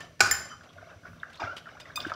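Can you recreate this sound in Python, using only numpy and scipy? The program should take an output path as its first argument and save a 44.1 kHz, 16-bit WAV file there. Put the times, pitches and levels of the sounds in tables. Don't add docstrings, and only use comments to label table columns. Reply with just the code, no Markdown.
import sys
import numpy as np
from scipy import signal
from scipy.fft import rfft, irfft
from scipy.io import wavfile
from scipy.ndimage import map_coordinates

SR = 44100
rng = np.random.default_rng(int(sys.argv[2]) if len(sys.argv) > 2 else 0)


def file_out(sig):
    cols = np.atleast_2d(sig).T
    lim = np.clip(cols, -1, 1)
    pcm = np.round(lim * 32767).astype(np.int16)
    wavfile.write(sys.argv[1], SR, pcm)


def volts_from_decibels(level):
    exponent = np.asarray(level, float) / 20
    return 10 ** exponent


N = 94815
RING_S = 0.6


def unit(x):
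    return x / np.sqrt(np.mean(x ** 2) + 1e-20)


def along(points, hz):
    f, v = np.transpose(points)
    return np.interp(np.log(hz + 1), np.log(f + 1), v)


def curves(rows):
    s, *cols = np.transpose(rows)
    return [np.interp(np.arange(N) / SR, s, c) for c in cols]


def wobble(rate, size=N):
    knots = rng.standard_normal(int(N * rate / SR) + 4)
    return map_coordinates(knots, [np.arange(size) * rate / SR])


def noise(spectrum, size=N):
    white = rfft(rng.standard_normal(size))
    colour = volts_from_decibels(along(spectrum, np.fft.rfftfreq(size, 1 / SR)))
    return unit(irfft(white * colour, size))


def add(track, s, sound):
    part = track[max(round(s * SR), 0):][:len(sound)]
    part += sound[:len(part)]


def strike(pitches, modes, attack_s, flutter_db, tilt_db):
    t = np.arange(round(RING_S * SR)) / SR
    ring = np.zeros(len(t))
    for hz, (db, t60) in zip(pitches, modes):
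        level_db = db + tilt_db * np.log2(hz / 4000) - 60 * t / t60
        level_db = level_db + flutter_db * wobble(120, size=len(t))
        blur = (0.53 + hz / 14000) * wobble(152, size=len(t))
        ring += volts_from_decibels(level_db) * np.sin(2 * np.pi * hz * t + blur)
    fade = np.cos(np.pi / 2 * t / RING_S)
    return ring * (1 - np.exp(-t / attack_s)) * fade


def burst(spectrum, attack_s, t60_s, grain_db):
    t = np.arange(round(RING_S * SR)) / SR
    hiss = noise(spectrum, size=len(t))
    level = volts_from_decibels(grain_db * wobble(300, size=len(t)) - 60 * t / t60_s)
    return hiss * level * (1 - np.exp(-t / attack_s))


# start in seconds, peak level in dB.
KNOCK = [
    (.206, 0),
]
# start in seconds, peak level in dB.
TOUCH = [
    (.004, -37),
    (.194, -40.5),
]
# pitches in Hz, then for each its level in dB and seconds to die by 60 dB.
RIM_HZ = [370, 808, 1172, 1243, 1343, 1480, 2300, 2406, 4280, 4790, 5389, 6632, 6826, 7515]
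RIM = [(-12.5, 0.059), (-3.5, 0.059), (-31, .06), (-11.5, 0.095), (-10, 0.055), (2.5, 0.062), (4, 0.022),
       (-0.5, 0.031), (-15.5, 0.026), (-18, 0.13), (-12.5, 0.053), (-20, 0.045), (-19, 0.064),
       (-8.5, 0.035)]
# pitches in Hz, then for each its level in dB and seconds to die by 60 dB.
BODY_HZ = [657, 1050, 1240, 1340, 1432, 1534, 1669, 2137, 2514, 3989, 4845, 5943, 6632, 6821]
BODY = [(-13, .12), (-9, .5), (-4.5, .4), (-6, .4), (-2.5, 0.39), (-3, 0.55), (-8.5, 0.56), (-14, .3),
        (-10.5, .3), (-10.5, .25), (-9, .6), (-8, .3), (-7.5, 0.34), (-11.5, 0.34)]
# pitches in Hz, then for each its level in dB and seconds to die by 60 dB.
LADLE_HZ = [1787, 2150, 4436, 5152, 6126, 6589, 7203, 7472, 9125, 10230, 11280, 11480, 14550, 15340]
LADLE = [(-8.5, 0.074), (-7, .02), (-22, 0.037), (-5.5, 0.043), (-13.5, .08), (-22.5, 0.038), (0.5, 0.065),
         (-25, 0.026), (-16.5, 0.036), (-21, .05), (-5.5, 0.034), (-12, 0.033), (-26, .05), (-18, 0.11)]
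# frequency in Hz, level in dB per Hz.
CLANG = [(120, -49), (350, -19.5), (500, -31), (800, -12.5), (1450, -9), (2800, -15), (3700, -22),
         (5000, -13), (8500, -25), (15000, -39)]
# frequency in Hz, level in dB per Hz.
RATTLE = [(80, -26), (170, -12.5), (650, -20.5), (1300, -6.5), (3300, -23.5), (5200, -15), (7600, -27.5),
          (10500, -30.5), (15000, -46.5)]


def knock():
    out = np.zeros(N)
    rise_s = 0.003
    for s, db in KNOCK:
        rim = volts_from_decibels(db - 7) * strike(RIM_HZ, RIM, rise_s, flutter_db=3.0, tilt_db=1.5)
        clang = volts_from_decibels(db - 2.5) * burst(CLANG, rise_s, 0.026, grain_db=1.0)
        rattle = volts_from_decibels(db - 30.5) * burst(RATTLE, 0.0056, 0.59, grain_db=3.0)
        body = volts_from_decibels(db - 26.5) * strike(BODY_HZ, BODY, 0.0047, flutter_db=3.5, tilt_db=0)
        add(out, s - 0.001, rim + clang + rattle)
        add(out, s, body)
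    for s, db in TOUCH:
        ring = volts_from_decibels(db) * strike(LADLE_HZ, LADLE, 0.0072, flutter_db=2.0, tilt_db=-11.0)
        contact = volts_from_decibels(db - 1.5) * burst(CLANG, 0.0012, 0.027, grain_db=-3.0)
        add(out, s, ring + contact)
    return out


# start in seconds, peak level in dB.
BOUNCE = [
    (0.3128, -9.5),
]
# frequency in Hz, level in dB per Hz.
SHIMMER = [(1200, -12.5), (2200, -1), (5000, -4.5), (9000, -11), (12500, -12), (15000, -8.5)]


def bounce():
    out = np.zeros(N)
    for s, db in BOUNCE:
        ring = volts_from_decibels(db - 1) * strike(LADLE_HZ, LADLE, 0.0018, flutter_db=3.5, tilt_db=-0.5)
        shimmer = volts_from_decibels(db - 9) * burst(SHIMMER, 0.0002, 0.014, grain_db=-4.0)
        add(out, s - 0.002, ring + shimmer)
    return out


# start in seconds, peak in dB, brightness in dB per octave, crack in dB.
CLINKS = [
    (1.399, -38, -3, -40),
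    (1.801, -41, .5, -45),
    (1.957, -23, 1, -14),
]
# pitches in Hz, then for each its level in dB and seconds to die by 60 dB.
SPOON_HZ = [2482, 3618, 4899, 6228, 7461, 8672, 9238, 13190, 14270, 15400]
SPOON = [(3.5, 0.096), (0, .12), (4.5, 0.055), (-9, 0.064), (-12, .11), (-16.5, 0.079), (-15, .05),
         (-17, .05), (-10, 0.055), (-15, 0.15)]
# level in dB, seconds to die by 60 dB.
SPOON_LIGHT = [(-5, 0.18), (1, 0.07), (3.5, 0.094), (-24, .05), (-8, 0.057)]
# frequency in Hz, level in dB per Hz.
SPARK = [(1500, -10), (4500, -4.5), (5700, -9), (8900, -4.5), (11000, -8.5), (14500, -10), (15400, -6)]


def clinks():
    out = np.zeros(N)
    for s, db, tilt_db, crack_db in CLINKS:
        modes = SPOON if db > -30 else SPOON_LIGHT
        ring = volts_from_decibels(db - 7.5) * strike(SPOON_HZ, modes, 0.0046, flutter_db=4.5, tilt_db=tilt_db)
        crack = volts_from_decibels(db + crack_db) * burst(SPARK, 0.00099, 0.08, grain_db=1.0)
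        add(out, s, ring + crack)
    return out


# start in seconds, peak level in dB.
SCRATCHES = [(1.566, -35), (1.579, -39), (1.8, -36), (1.3, -50), (.635, -50), (.73, -52.5), (1.33, -45),
             (1.355, -45), (0.018, -44), (2.095, -40), (2.012, -38), (2.07, -40), (.045, -47)]
# frequency in Hz, level in dB per Hz.
SCRATCH = [(500, -13.5), (3000, -8.5), (5000, -15.5), (16000, -39.5)]


def scratches():
    out = np.zeros(N)
    for s, db in SCRATCHES:
        add(out, s - 0.002, volts_from_decibels(db) * burst(SCRATCH, 0.0037, 0.064, grain_db=0.0))
    return out


# start in seconds, peak level in dB, pitch in Hz, seconds to die by 60 dB.
TAPS = [(.258, -23, 1270, .04), (.269, -28, 1230, .04), (.278, -27, 1280, .04), (.515, -38, 1396, 0.056),
        (.528, -41, 1255, .08), (.611, -42.5, 1446, 0.038), (.64, -50.5, 652, 0.1), (.766, -44, 671, .04),
        (.78, -42, 1434, 0.057), (.813, -39.5, 1520, 0.038), (.83, -44, 1540, 0.036),
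        (.828, -45, 650, 0.042), (.87, -49, 655, .09), (.899, -45, 1460, 0.12), (.914, -47.5, 696, 0.091),
        (1.036, -45.5, 1460, .05), (1.053, -39, 1468, 0.049), (1.067, -40.5, 1665, 0.061),
        (1.134, -46, 1467, 0.036), (1.233, -26, 1597, 0.032), (1.25, -44, 1228, .03),
        (1.397, -27.5, 1063, 0.059), (1.421, -24.5, 857, .02), (1.428, -27.5, 1270, .04),
        (1.438, -29, 1490, 0.038), (1.446, -28.5, 806, .02), (1.659, -39.5, 1600, 0.038),
        (1.669, -37, 1374, 0.075), (1.69, -43, 1626, 0.074), (1.75, -46.5, 834, 0.06),
        (1.77, -42, 1447, 0.074), (1.9, -40.5, 1598, 0.066), (1.977, -26.5, 1223, .03),
        (2.037, -40, 1400, .03), (2.05, -25, 1530, 0.032), (2.1, -30.5, 1600, .04), (2.12, -19, 1299, .022),
        (2.132, -45, 1170, .04)]
# start in seconds, peak level in dB, pitch in Hz, seconds to die by 60 dB.
TICKS = [(1.855, -44, 2000, 0.075), (1.2, -47.5, 3600, 0.035), (1.344, -47, 3700, .07),
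         (1.374, -47, 4200, .05), (1.428, -39, 2400, 0.047), (1.568, -32.5, 3000, 0.033),
         (2.004, -25, 3520, .025), (2.004, -36, 4800, 0.032), (2.025, -39, 5200, 0.033),
         (2.066, -39, 2900, .03), (2.138, -39.5, 5100, .03), (0.69, -51, 3300, .08),
         (1.915, -54, 3800, 0.043), (.01, -41.5, 3100, .04)]


def taps():
    out, t = np.zeros(N), np.arange(SR // 6) / SR
    fade = np.cos(3 * np.pi * t)
    for s, db, hz, t60 in TAPS + TICKS:
        fuzz = noise([(hz / 2.2, -36), (hz, 0), (hz * 1.6, -32), (hz * 3, -70)], size=len(t))
        rise = (1 - np.exp(-t / (0.033 * t60))) ** 2
        tone = np.sin(2 * np.pi * hz * t)
        add(out, s - 0.002, volts_from_decibels(db - 60 * t / t60) * rise * fade * (tone + fuzz))
    return out


# time in seconds, level in dB.
SCRAPE = [
    (1.393, -110),
    (1.399, -39.5),
    (1.45, -41),
    (1.47, -47),
    (1.55, -53.5),
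]
# time in seconds, pitch in Hz, level in dB.
SQUEAK = [
    (1.455, 1290, -46),
    (1.478, 1370, -32.5),
    (1.52, 1460, -34),
    (1.534, 1420, -42),
    (1.545, 1290, -82),
]
# frequency in Hz, level in dB per Hz.
STEW = [(150, -21.5), (300, -3), (650, -12), (1400, -3), (2100, -15.5), (4300, -21.5), (5500, -17),
        (9000, -47.5)]


def scrape():
    push_db, = curves(SCRAPE)
    hz, db = curves(SQUEAK)
    start_s, end_s = SCRAPE[0][0], SCRAPE[-1][0]
    sample = np.arange(N)
    live = (push_db > SCRAPE[0][1]) & (sample < end_s * SR)
    turn = 2 * np.pi * np.cumsum(hz * (1 + 0.022 * wobble(150))) / SR
    squeak = 0.9 * volts_from_decibels(db + 3.4 * wobble(110)) * (np.sin(turn) + volts_from_decibels(-19) * np.sin(2 * turn))
    squeak = squeak * (sample > SQUEAK[0][0] * SR)
    grains = blips(count=70, start_s=start_s, end_s=end_s)
    drag = volts_from_decibels(push_db) * (grains + volts_from_decibels(-2.5) * noise(STEW))
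    return live * (drag + squeak)


# centre in Hz, share of the blips.
BLIP_HZ = [(650, .25), (1150, 0.21), (1520, .3), (2200, 0.14), (2800, .12), (3500, 0.09)]


def blips(count, start_s, end_s):
    length_s, scatter_db, tilt_db = 0.014, 4.5, -4
    when, pick, size = rng.random((count, 3)).T
    centres, share = np.transpose(BLIP_HZ)
    hz = centres[np.searchsorted(np.cumsum(share) / share.sum(), pick)]
    hz = hz * (1 + 0.066 * rng.standard_normal(count))
    u = np.arange(round(length_s * SR))
    level = volts_from_decibels(tilt_db * np.log2(hz / 1000) + scatter_db * 2 * size)
    swell = np.sin(np.pi * np.sqrt(u / len(u))) ** 2
    grains = level[:, None] * np.sin(2 * np.pi * hz[:, None] * u / SR) * swell
    at = ((start_s + when * (end_s - start_s)) * SR).astype(int)[:, None] + u
    track = np.bincount(at.ravel(), grains.ravel(), N + SR)[:N]
    return unit(track) * np.sqrt((end_s - start_s) * SR / N)


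# start in seconds, level in dB, pitch in Hz, seconds to die by 60 dB.
THUMPS = [
    (.003, -48, 146.5, 0.14),
    (0.226, -30.5, 99.5, 0.17),
    (.3, -41, 77, 0.42),
    (0.961, -42.5, 96, 0.15),
    (1.438, -38.5, 100, 0.19),
    (1.962, -46, 92.8, 0.46),
    (2.065, -27, 318, 0.036),
]


def thumps():
    out, t = np.zeros(N), np.arange(SR // 2) / SR
    for s, db, hz, t60 in THUMPS:
        level = volts_from_decibels(db - 60 * t / t60 + 2.8 * wobble(25, size=len(t)))
        add(out, s, level * (1 - np.exp(-t / 0.0022)) * np.sin(2 * np.pi * hz * t))
    return out


# time in seconds, effort in dB.
EFFORT = [(0, -44), (.05, -54), (.11, -64), (.19, -76), (.5, -53.5), (.58, -71.5), (.66, -54.5), (.72, -63),
          (.92, -53), (1.01, -65), (1.07, -51.5), (1.12, -62), (1.26, -57.5), (1.35, -58.5), (1.62, -70),
          (1.69, -52), (1.84, -61), (1.87, -51), (1.94, -58), (2.0, -46.5)]


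def rustle():
    effort_db, = curves(EFFORT)
    lumps = volts_from_decibels(1.5 * wobble(30))
    bubbling = blips(count=1500, start_s=0, end_s=N / SR)
    return volts_from_decibels(effort_db) * (bubbling + volts_from_decibels(-5) * lumps * noise(STEW))


# pitch in Hz, level in dB.
POT = [
    (5900, -73),
    (11400, -85.5),
]
# pitches in Hz, then for each its level in dB and seconds to die by 60 dB.
WALL_HZ = [1245, 1780, 3065, 4860, 5900]
WALL = [(-4, .3), (-4, .25), (-3, .3), (-9, .3), (-11, .35)]
# start in seconds, level in dB.
WALL_BLOWS = [
    (.005, -49.5),
    (0.321, -38),
    (.415, -48.5),
    (.497, -43.5),
]


def pot_wall():
    t = np.arange(N) / SR
    out = np.zeros(N)
    for hz, db in POT:
        level = volts_from_decibels(db) * volts_from_decibels(3 * wobble(25))
        out += level * np.sin(2 * np.pi * hz * t + 2.5 * wobble(120))
    for s, db in WALL_BLOWS:
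        add(out, s, volts_from_decibels(db) * strike(WALL_HZ, WALL, 0.0033, flutter_db=2.5, tilt_db=2))
    return out


# frequency in Hz, level in dB per Hz.
AIR = [(120, -24.5), (200, 4.5), (650, 6.5), (970, -32.5), (1560, -15), (2000, -4.5), (5900, -11.5),
       (8000, -18.5), (12500, -27), (15000, -30.5)]
# frequency in Hz, level in dB per Hz.
HUM = [(30, -29.5), (90, -3), (130, -10.5), (165, -4.5), (200, -26), (240, -8), (400, -51.5)]


def air_and_hum():
    return volts_from_decibels(-62.5) * noise(AIR) + volts_from_decibels(-57.5 + 3.3 * wobble(7.14)) * noise(HUM)


# frequency in Hz, seconds to die by 60 dB.
KITCHEN = [(200, 0.81), (1500, 0.54), (6000, 0.44), (15000, 0.27)]


def room(x):
    hz, t, z = signal.stft(rng.standard_normal(SR), SR, nperseg=256)
    decay = volts_from_decibels(-60 * t / along(KITCHEN, hz)[:, None])
    tail = signal.istft(z * decay, SR, nperseg=256)[1]
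    late = np.pad(x, (300, 0))
    return signal.fftconvolve(late, tail / np.linalg.norm(tail))[:N]


def scene():
    parts = [(knock(), -9), (bounce(), -8), (clinks() + scratches() + taps() + scrape(), -11.5)]
    mix = sum(x + volts_from_decibels(echo_db) * room(x) for x, echo_db in parts)
    return (mix + thumps() + rustle() + pot_wall() + air_and_hum())[None]


def low_pass(x):
    return signal.sosfilt(signal.butter(12, 16810, fs=SR, output="sos"), x)


def record(dry):
    hz = np.fft.rfftfreq(N, 1 / SR)
    held = np.clip(dry, -1, 1)
    top_cut = volts_from_decibels(-25 * np.clip((hz - 15700) / 250, 0, 1))
    mix = irfft(rfft(held) * top_cut, N)
    return low_pass(mix)


dry = scene()
out = record(dry)
file_out(out)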